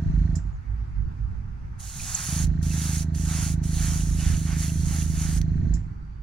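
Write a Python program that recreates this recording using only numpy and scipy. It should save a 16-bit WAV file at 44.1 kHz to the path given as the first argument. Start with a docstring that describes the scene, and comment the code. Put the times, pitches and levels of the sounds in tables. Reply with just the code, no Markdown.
"""An airbrush close to two microphone ports on a porch sprays in bursts: air hiss, then the lower roar of paint.
Hiss and roar are patchy shaped noise behind a valve; brief tones whistle and struck modes click at the trigger.
A piston compressor repeats a housing thump and valve knocks under a fan whirr. It cuts out with a puff of its
relief valve, starts again and cuts out once more. Wind, rumble, far traffic and a steady cricket are noise bands;
a bird is two gliding tones."""
import sys
import numpy as np
from scipy import signal
from scipy.fft import rfft, irfft, next_fast_len
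from scipy.io import wavfile
from scipy.ndimage import uniform_filter1d, map_coordinates

SR = 44100
rng = np.random.default_rng(int(sys.argv[2]) if len(sys.argv) > 2 else 0)


def persist_wave(psi):
    """Save psi, clipped to +-1, as 16-bit WAV."""
    counts = np.round(np.clip(psi, -1, 1) * 32767).astype(np.int16)
    wavfile.write(sys.argv[1], SR, np.atleast_2d(counts).T)


N = 274302

# Levels in the tables are relative: later gains and the port response act on them.
# Compressor, steady pumping: [first t/s, last t/s, strokes]
STEADY_RUNS = [(-.009, .373, 11), (2.332, 2.785, 13), (2.823, 5.752, 78)]
# Compressor, single strokes while starting and coasting: [t/s, level/dB]
LOOSE_STROKES = [(.41, -26), (0.458, -8), (0.489, -18), (0.534, -21), (2.205, -10), (2.265, -13),
                 (2.293, -2.5), (5.788, -9.5), (5.825, -11), (5.872, -10), (5.919, -15)]
# Compressor, thump of the housing: [multiple of the stroke rate, level/dB]
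HOUSING_SPECTRUM = [(1, -22.5), (2, -14.5), (3, 2), (4, -9.5), (5, -6), (6, 0), (7, -9.5), (8, -19),
                    (9, -14), (10, -19.5), (11, -27), (12, -20.5), (13, -38), (14, -32), (15, -32),
                    (16, -42)]
# Compressor, valve plates and rod: [t after stroke/s, f/Hz, level/dB, t60/s, left gain with right at 1]
VALVE_KNOCKS = [(.004, 672, -48, .18, -.4), (.012, 925, -55, .08, .3), (.016, 1550, -45, .035, .5),
                (.017, 1850, -45, .03, .5), (.001, 4250, -57.5, .05, .5), (.006, 4100, -60, .04, .5)]
# Compressor, motor fan and intake: [f/Hz, level/dB per Hz]
WHIRR_SPECTRUM = [(400, -34), (690, -6.5), (1000, -19), (1700, -8.5), (2300, -17.5), (3200, -23.5),
                  (4300, -19.5), (5200, -25.5), (6000, -21), (9000, -29), (14000, -36)]
# Wind on the ports: [t/s, level/dB]
WIND_LEVEL = [(0, -44), (.08, -20), (.45, -32), (.58, -28.5), (.645, -44), (.7, -33), (.87, -32.5),
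              (.94, -30), (1.06, -23.5), (1.14, -47.5), (1.26, -22.5), (1.5, -39.5), (1.68, -32.5),
              (2.1, -46), (2.5, -28), (3.05, -40), (3.5, -29.5), (3.64, -37), (4.0, -27), (4.5, -35.5),
              (5.0, -29.5), (5.3, -32), (5.75, -28), (6.0, -41.5), (6.22, -37)]
# Wind on the ports: [f/Hz, level/dB per Hz]
WIND_SPECTRUM = [(15, -40), (39, -7), (48, 9), (54, 8.5), (65, -10.5), (100, -4), (200, -52), (500, -120)]
# Low rumble: [t/s, level/dB]
RUMBLE_LEVEL = [(0, -33), (.5, -41), (.65, -41.5), (.85, -38), (1.3, -38.5), (1.7, -40), (2.2, -39.5),
                (5.4, -35.5), (5.65, -30), (5.9, -36), (6.22, -46)]
# Low rumble: [f/Hz, level/dB per Hz]
RUMBLE_SPECTRUM = [(12, -3.5), (26, 2.5), (40, -9.5), (70, 0.5), (100, 0.5), (160, -5), (220, -15),
                   (340, -27), (520, -47), (800, -75.5), (1500, -120)]
# Low rumble: [f/Hz, left-right likeness]
RUMBLE_LIKENESS = [(40, 0.94), (130, 1), (300, -0.21), (600, 1)]
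# Distant traffic: [t/s, level/dB]
TRAFFIC_LEVEL = [(0, -52.5), (1.7, -54.5), (5.8, -55.5), (6.22, -57.5)]
# Traffic and leaves: [f/Hz, level/dB per Hz]
TRAFFIC_SPECTRUM = [(150, -30), (320, -6.5), (600, -16.5), (900, -5.5), (1400, -7), (2200, -20),
                    (3200, -33.5), (5000, -32), (7000, -39.5), (9000, -36), (12000, -36.5), (15500, -46)]
# Traffic and compressor whirr: [f/Hz, left-right likeness]
DIFFUSE_LIKENESS = [(700, -0.83), (1400, -0.18), (3000, 0.32), (7000, -0.0083)]
# Cricket: [t/s, level/dB]
CRICKET_LEVEL = [(0, -85), (5.6, -85), (5.95, -79), (6.22, -79)]
# Relief valve, puffs: [t/s, level/dB]
RELIEF_PUFFS = [(0.354, -39), (5.7375, -40)]
# Relief valve, escaping air: [f/Hz, level/dB per Hz]
RELIEF_SPECTRUM = [(2500, -22), (4000, -17), (5200, 0), (6200, -3.5), (7300, 7.5), (9000, -7),
                   (14000, -15.5)]
# Bird, gliding notes: [t/s, length/s, start f/Hz, end f/Hz, level/dB]
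BIRD_NOTES = [(.515, 0.05, 7100, 6800, -72), (.55, 0.04, 6850, 6040, -76)]
# Airbrush, air valve held down: [opens t/s, shuts t/s, hiss level/dB]
AIR_PRESSES = [(1.801, 2.447, -42), (2.631, 3.03, -41), (3.151, 3.54, -42), (3.638, 5.383, -42)]
# Airbrush, pulls on the needle: [fullest t/s, rise/s, fall/s, roar level/dB, lift of the hiss/dB]
NEEDLE_PULLS = [(2.29, 0.37, 0.21, -42.5, 10), (2.85, 0.18, 0.18, -43, 8), (3.39, .17, .14, -40, 8.5),
                (3.871, 0.18, 0.17, -42.5, 8.5), (4.25, 0.093, 0.15, -41.5, 5.5),
                (4.52, 0.08, 0.067, -42.5, 0), (4.64, 0.079, 0.065, -45, 8), (4.95, 0.12, 0.1, -45, 6.5),
                (5.23, .11, 0.21, -44.5, 5)]
# Airbrush, hiss of the air: [f/Hz, level/dB per Hz]
HISS_SPECTRUM = [(2000, -14.5), (3500, -3.5), (5000, -1), (7000, 5), (11000, 6), (16000, -1)]
# Airbrush, lower roar: [f/Hz, level/dB per Hz]
ROAR_SPECTRUM = [(350, -27.5), (700, 2), (1400, 8), (2500, -0.5), (4000, -8), (7000, -6.5), (12000, -21.5)]
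# Airbrush, resonances of the air cap: [f/Hz, width/Hz, level/dB]
CAP_RESONANCES = [(4430, 370, 4), (6030, 57, 6), (6630, 210, 5), (9230, 400, 5), (10000, 1000, 6)]
# Airbrush nozzle at the two ports: [f/Hz, left-right likeness, phase lead of left/rad]
NOZZLE_AT_PORTS = [(700, 0.3, 1.3), (1100, 0.64, 1.0), (1550, 0.73, 1.1), (2800, 0.96, 0.0),
                   (4300, 0.78, 0.5), (5000, 0.41, 1.1), (5900, 0.56, 1.2), (6700, 0.48, 2.9),
                   (7700, 0.52, 4.1), (8500, 0.21, 4.9), (9700, 0.79, 6.1), (11000, 0.64, 6.6),
                   (12200, 0.14, 6.9), (15700, 0.35, 11.1)]
# Airbrush, paint whistling at the needle: [t/s, length/s, start f/Hz, end f/Hz, level/dB]
NEEDLE_WHISTLES = [(1.992, 0.021, 2480, 2460, -42), (2.14, 0.021, 7500, 7280, -21.5),
                   (2.70, 0.031, 2830, 2490, -45.5), (4.0, 0.0165, 2710, 2960, -44),
                   (4.175, 0.057, 2590, 3050, -46), (4.335, 0.022, 2800, 3070, -43.5),
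                   (4.685, 0.025, 2660, 2850, -45), (5.015, 0.014, 2700, 2830, -44)]
# Airbrush, trigger contacts: [t/s, level/dB]
TRIGGER_CLICKS = [(2.4704, -36.5), (2.6289, -30.5), (3.0444, -47.5), (3.1492, -32.5), (3.6366, -34.5),
                  (5.4151, -25.5)]
# Airbrush, modes of the steel body: [f/Hz, level/dB, t60/s]
BODY_MODES = [(3850, -22, .006), (4670, 0, 0.023), (5920, 7, 0.016), (8400, -1, .005), (9700, -5, 0.028)]
# Colour of the two microphone ports: [f/Hz, left level/dB, right level/dB]
PORT_COLOUR = [(290, -0.5, 2.5), (810, 1, 3.5), (1018.5, -4.5, -4), (1700, -1, -1), (2600, 2.5, 2.5),
               (4040, 0, 2.5), (5020, -4, 3.5), (6080, -1, 8), (6610, -3.5, 7.5), (7400, 3, 3),
               (7900, -2.5, -2), (9260, -5, -11), (11420, -11, -6), (12200, -7.5, -13.5),
               (15700, -13.5, -8.5)]

STROKE_HZ = 26.3  # spacing of the housing harmonics
PORTS_ALIKE = .85  # how alike the wind is at the two ports
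OPEN_DB_PER_S, SHUT_DB_PER_S = 1500, 896  # how fast the air comes and goes with the valve
AIR_ROAR_DB = -12.5  # roar of plain air, relative to its hiss
HISS_LAG_S = 0.013  # the hiss swells a little after the roar
ROAR_SHAPE, HISS_SHAPE = .9, 0.62  # power of the swell: small = square shoulders
TOP_HZ = 15850  # band limit of the ports


def amp(db):
    """Logarithmic level: dB to amplitude gain."""
    return 10 ** (np.asarray(db) / 20)


def unit(x):
    """Normalisation: x at rms 1."""
    return x / np.sqrt(np.mean(x ** 2) + 1e-20)


def along(points, hz):
    """Logarithmic frequency: the columns after f/Hz, interpolated on a log axis."""
    f, *columns = np.transpose(points)
    return np.squeeze([np.interp(np.log(hz + 1), np.log(f + 1), column) for column in columns])


def curve(rows):
    """Linear interpolation: the column after t/s, at every sample."""
    s, values = np.transpose(rows)
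    return np.interp(np.arange(N) / SR, s, values)


def wobble(rate):
    """Slow random modulation: a smooth curve through rate random knots a second."""
    knots = rng.standard_normal(int(N * rate / SR) + 4)
    return map_coordinates(knots, [np.arange(N) * rate / SR])


def filtered(x, response, mirror="even"):
    """Linear filtering: the spectrum times a response, with x mirrored past both ends."""
    pad = SR // 2
    widths = [(0, 0)] * (x.ndim - 1) + [(pad, pad)]
    wide = np.pad(x, widths, mode="reflect", reflect_type=mirror)
    m = 2 * next_fast_len(wide.shape[-1] // 2 + 1)
    spectrum = rfft(wide, m) * response(np.fft.rfftfreq(m, 1 / SR))
    return irfft(spectrum, m)[..., pad:pad + x.shape[-1]]


def causal(db):
    """Minimum phase: the folded cepstrum gives a causal response with this gain."""
    cepstrum = irfft(np.log(amp(db)))
    cepstrum[1:len(db) - 1] *= 2
    cepstrum[len(db):] = 0
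    return np.exp(rfft(cepstrum))


def paired(two, alike):
    """Interchannel coherence: a common and an opposed noise mixed to the likeness asked."""
    def mix(hz):
        turn = np.arccos(np.clip(alike(hz), -1, 1)) / 2
        return np.array([np.cos(turn), np.sin(turn)])
    mid, side = filtered(two, mix)
    return np.array([mid + side, mid - side])


def rush(spectrum, alike, patchy_db):
    """Turbulent noise: shaped stereo noise of rms 1 with patches of random gain in time and frequency."""
    z = signal.stft(rng.standard_normal((2, N + SR)), nperseg=512)[2]
    field = uniform_filter1d(rng.standard_normal(z.shape[1:]), size=6, axis=0)
    field = uniform_filter1d(field, size=10, axis=1)
    two = signal.istft(z * amp(patchy_db * unit(field)), nperseg=512)[1]
    shaped = filtered(two, lambda hz: amp(along(spectrum, hz)))
    return unit(paired(shaped, alike)[:, SR // 2:SR // 2 + N])


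def glides(rows, rough):
    """Frequency modulation: short gliding tones with a soft swell and an unsteady pitch."""
    out = np.zeros(N)
    for s, length, from_hz, to_hz, db in rows:
        n = round(length * SR)
        jitter = uniform_filter1d(rng.standard_normal(n), size=40)
        pitch = np.linspace(from_hz, to_hz, n) * (1 + rough * jitter)
        tone = np.sin(2 * np.pi * np.cumsum(pitch) / SR)
        out[round(s * SR):][:n] += amp(db) * np.hanning(n) * tone
    return out


def compressor():
    """Periodic excitation: each stroke thumps the ringing housing and knocks the valves; the fan whirrs."""
    strokes = [(s, 0) for first, last, count in STEADY_RUNS for s in np.linspace(first, last, count)]
    lead_in = SR // 2  # samples ahead of t = 0
    kicks, knocks = np.zeros(N + SR), np.zeros((2, N + SR))
    t = np.arange(SR // 6) / SR
    for s, db in strokes + LOOSE_STROKES:
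        kicks[round(s * SR) + lead_in] = amp(db + rng.normal(0, .5))
        for after, hz, level_db, t60, left in VALVE_KNOCKS:
            envelope = (1 - np.exp(-t / .0015)) * amp(-60 * t / t60)
            ring = envelope * np.sin(2 * np.pi * hz * rng.normal(1, .003) * t)
            size = amp(db + level_db + rng.normal(0, 1.5))
            start = round((s + after) * SR) + lead_in
            knocks[:, start:][:, :len(t)] += size * np.outer([left, 1], ring)
    shape = [(.2, -26)] + list(HOUSING_SPECTRUM) + [(30, -72), (100, -150)]
    shape_hz = [(k * STROKE_HZ, db) for k, db in shape]
    # the minus sign: pressure first drops, then peaks
    thump = filtered(kicks, lambda hz: -causal(along(shape_hz, hz)))
    thump = thump[lead_in + round(.007 * SR):][:N]
    turning = signal.fftconvolve(kicks, np.hanning(SR // 12))[lead_in + SR // 40:][:N]
    whirr = turning * rush(WHIRR_SPECTRUM, lambda hz: along(DIFFUSE_LIKENESS, hz), patchy_db=.7)
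    return amp(-28.5) * unit(thump) + knocks[:, lead_in:lead_in + N] + amp([[-64], [-61]]) * whirr


def wind():
    """Flow noise at the ports: lumps of low-frequency noise, weaker on the left."""
    lumps = amp(curve(WIND_LEVEL) + 1.1 * wobble(9))
    buffet = rush(WIND_SPECTRUM, lambda hz: PORTS_ALIKE + 0 * hz, patchy_db=-0.16)
    return lumps * buffet * amp([[-1.5], [1.5]])


def rumble():
    """Low-passed noise: its random level swings make an uneven rumble."""
    level = amp(curve(RUMBLE_LEVEL) + 4.0 * wobble(9))
    return level * rush(RUMBLE_SPECTRUM, lambda hz: along(RUMBLE_LIKENESS, hz), patchy_db=0.64)


def traffic():
    """Diffuse field: far traffic and leaves as noise whose likeness varies with frequency."""
    level = amp(curve(TRAFFIC_LEVEL) + 0.36 * wobble(6))
    return level * rush(TRAFFIC_SPECTRUM, lambda hz: along(DIFFUSE_LIKENESS, hz), patchy_db=1.6)


def cricket():
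    """Narrow-band noise: a steady song around 4.6 kHz that grows near the end."""
    band = [(4000, -90), (4500, 0), (4750, 0), (5300, -90)]  # f/Hz, level/dB per Hz
    return amp(curve(CRICKET_LEVEL)) * rush(band, lambda hz: .3 + 0 * hz, patchy_db=1.5)


def relief_valve():
    """Pressure release: a sudden puff of noise with a fast decay and a weak, slower porch answer."""
    t, shape = np.arange(N) / SR, np.zeros(N)
    for s, db in RELIEF_PUFFS:
        since = np.clip(t - s, 0, None)
        onset = 1 - np.exp(-since / 0.0015)
        decay = amp(-60 * since / 0.088) + amp(-20.5 - 60 * since / 0.37)
        shape += amp(db) * onset * decay
    return shape * rush(RELIEF_SPECTRUM, lambda hz: .3 + 0 * hz, patchy_db=.7)


def bird():
    """Frequency glide: two short falling notes."""
    return glides(BIRD_NOTES, rough=.1)


def swell(centre_s, rise_s, fall_s, power):
    """Cosine envelope: a rounded hump from 0 to 1 and back."""
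    since = np.arange(N) / SR - centre_s
    phase = np.clip(np.where(since < 0, since / rise_s, since / fall_s), -1, 1)
    return np.abs(np.cos(np.pi / 2 * phase)) ** power


def flow():
    """Flow control: the valve gates the air; each pull of paint lifts the hiss and adds roar."""
    t = np.arange(N) / SR
    air, gate_sum = np.zeros(N), np.zeros(N)
    for opens, shuts, db in AIR_PRESSES:
        ramp_db = np.minimum(OPEN_DB_PER_S * (t - opens), SHUT_DB_PER_S * (shuts - t))
        gate = amp(np.minimum(0, ramp_db))
        air += amp(db) * gate
        gate_sum += gate
    lift_db, paint = np.zeros(N), np.zeros(N)
    for s, rise, fall, roar_db, hiss_db in NEEDLE_PULLS:
        lift_db += hiss_db * swell(s + HISS_LAG_S, rise, fall, HISS_SHAPE)
        paint += amp(roar_db) * swell(s, rise, fall, ROAR_SHAPE)
    roar_gain = np.hypot(air * amp(AIR_ROAR_DB), paint * gate_sum)
    return air * amp(lift_db), roar_gain


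def air_cap(hz):
    """Resonance: peaks in dB that colour the nozzle's noise."""
    return amp(sum(db / (1 + (2 * (hz - centre) / width) ** 2) for centre, width, db in CAP_RESONANCES))


def porch(x, t60):
    """Reverberation: the short diffuse answer of wall and floor as decaying noise."""
    t = np.arange(SR // 4) / SR
    tail = rng.standard_normal((2, len(t))) * amp(-60 * t / t60) * (t > .003)
    return signal.fftconvolve(x, tail / np.linalg.norm(tail[0]), axes=1)[:, :N]


def airbrush():
    """Jet turbulence: the air jet hisses; paint in the stream adds a lower, sputtering roar."""
    hiss_gain, roar_gain = flow()
    alike = lambda hz: along(NOZZLE_AT_PORTS, hz)[0]
    eddies = wobble(400)  # turbulence makes all bands flutter together
    hiss_flutter = amp(0.73 * eddies + 0.65 * wobble(30))
    roar_flutter = amp(0.47 * eddies + 0.65 * wobble(60))
    hiss = hiss_gain * hiss_flutter * rush(HISS_SPECTRUM, alike, patchy_db=1.37)
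    roar = roar_gain * roar_flutter * rush(ROAR_SPECTRUM, alike, patchy_db=1.5)
    nozzle = filtered(hiss + roar, air_cap) + whistles() + trigger()
    # the sound reaches the left port first: half of the lead on each side
    lead = lambda hz: np.exp(.5j * np.outer([1, -1], along(NOZZLE_AT_PORTS, hz)[1]))
    direct = filtered(nozzle, lead)
    return direct + amp(-16) * porch(direct, t60=.15)


def whistles():
    """Frequency glide: paint whistles briefly at the needle, with a rough pitch."""
    return glides(NEEDLE_WHISTLES, rough=0.38)


def trigger():
    """Impact and modal ringing: each lever contact is a dry crack and a brief ring of the steel body."""
    out, t = np.zeros(N), np.arange(SR // 20) / SR
    for s, db in TRIGGER_CLICKS:
        ring = sum(amp(level - 60 * t / t60) * np.sin(2 * np.pi * hz * t) for hz, level, t60 in BODY_MODES)
        crack = amp(-60 * t / .008) * rng.choice([-1, 1], len(t))
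        out[round(s * SR):][:len(t)] += amp(db) * (amp(-16) * ring + crack)
    return filtered(out, lambda hz: hz ** 2 / (hz ** 2 + 2000 ** 2))  # thins out the lows


def scene():
    """Superposition: all sources add at the two ports."""
    outdoors = wind() + rumble() + traffic() + cricket() + bird()
    return compressor() + outdoors + relief_valve() + airbrush()


def record(dry):
    """Frequency response: each port has its own colour; nothing is kept above the band limit."""
    return filtered(dry, lambda hz: amp(along(PORT_COLOUR, hz)) * (hz < TOP_HZ), mirror="odd")


dry = scene()
out = record(dry)
persist_wave(out)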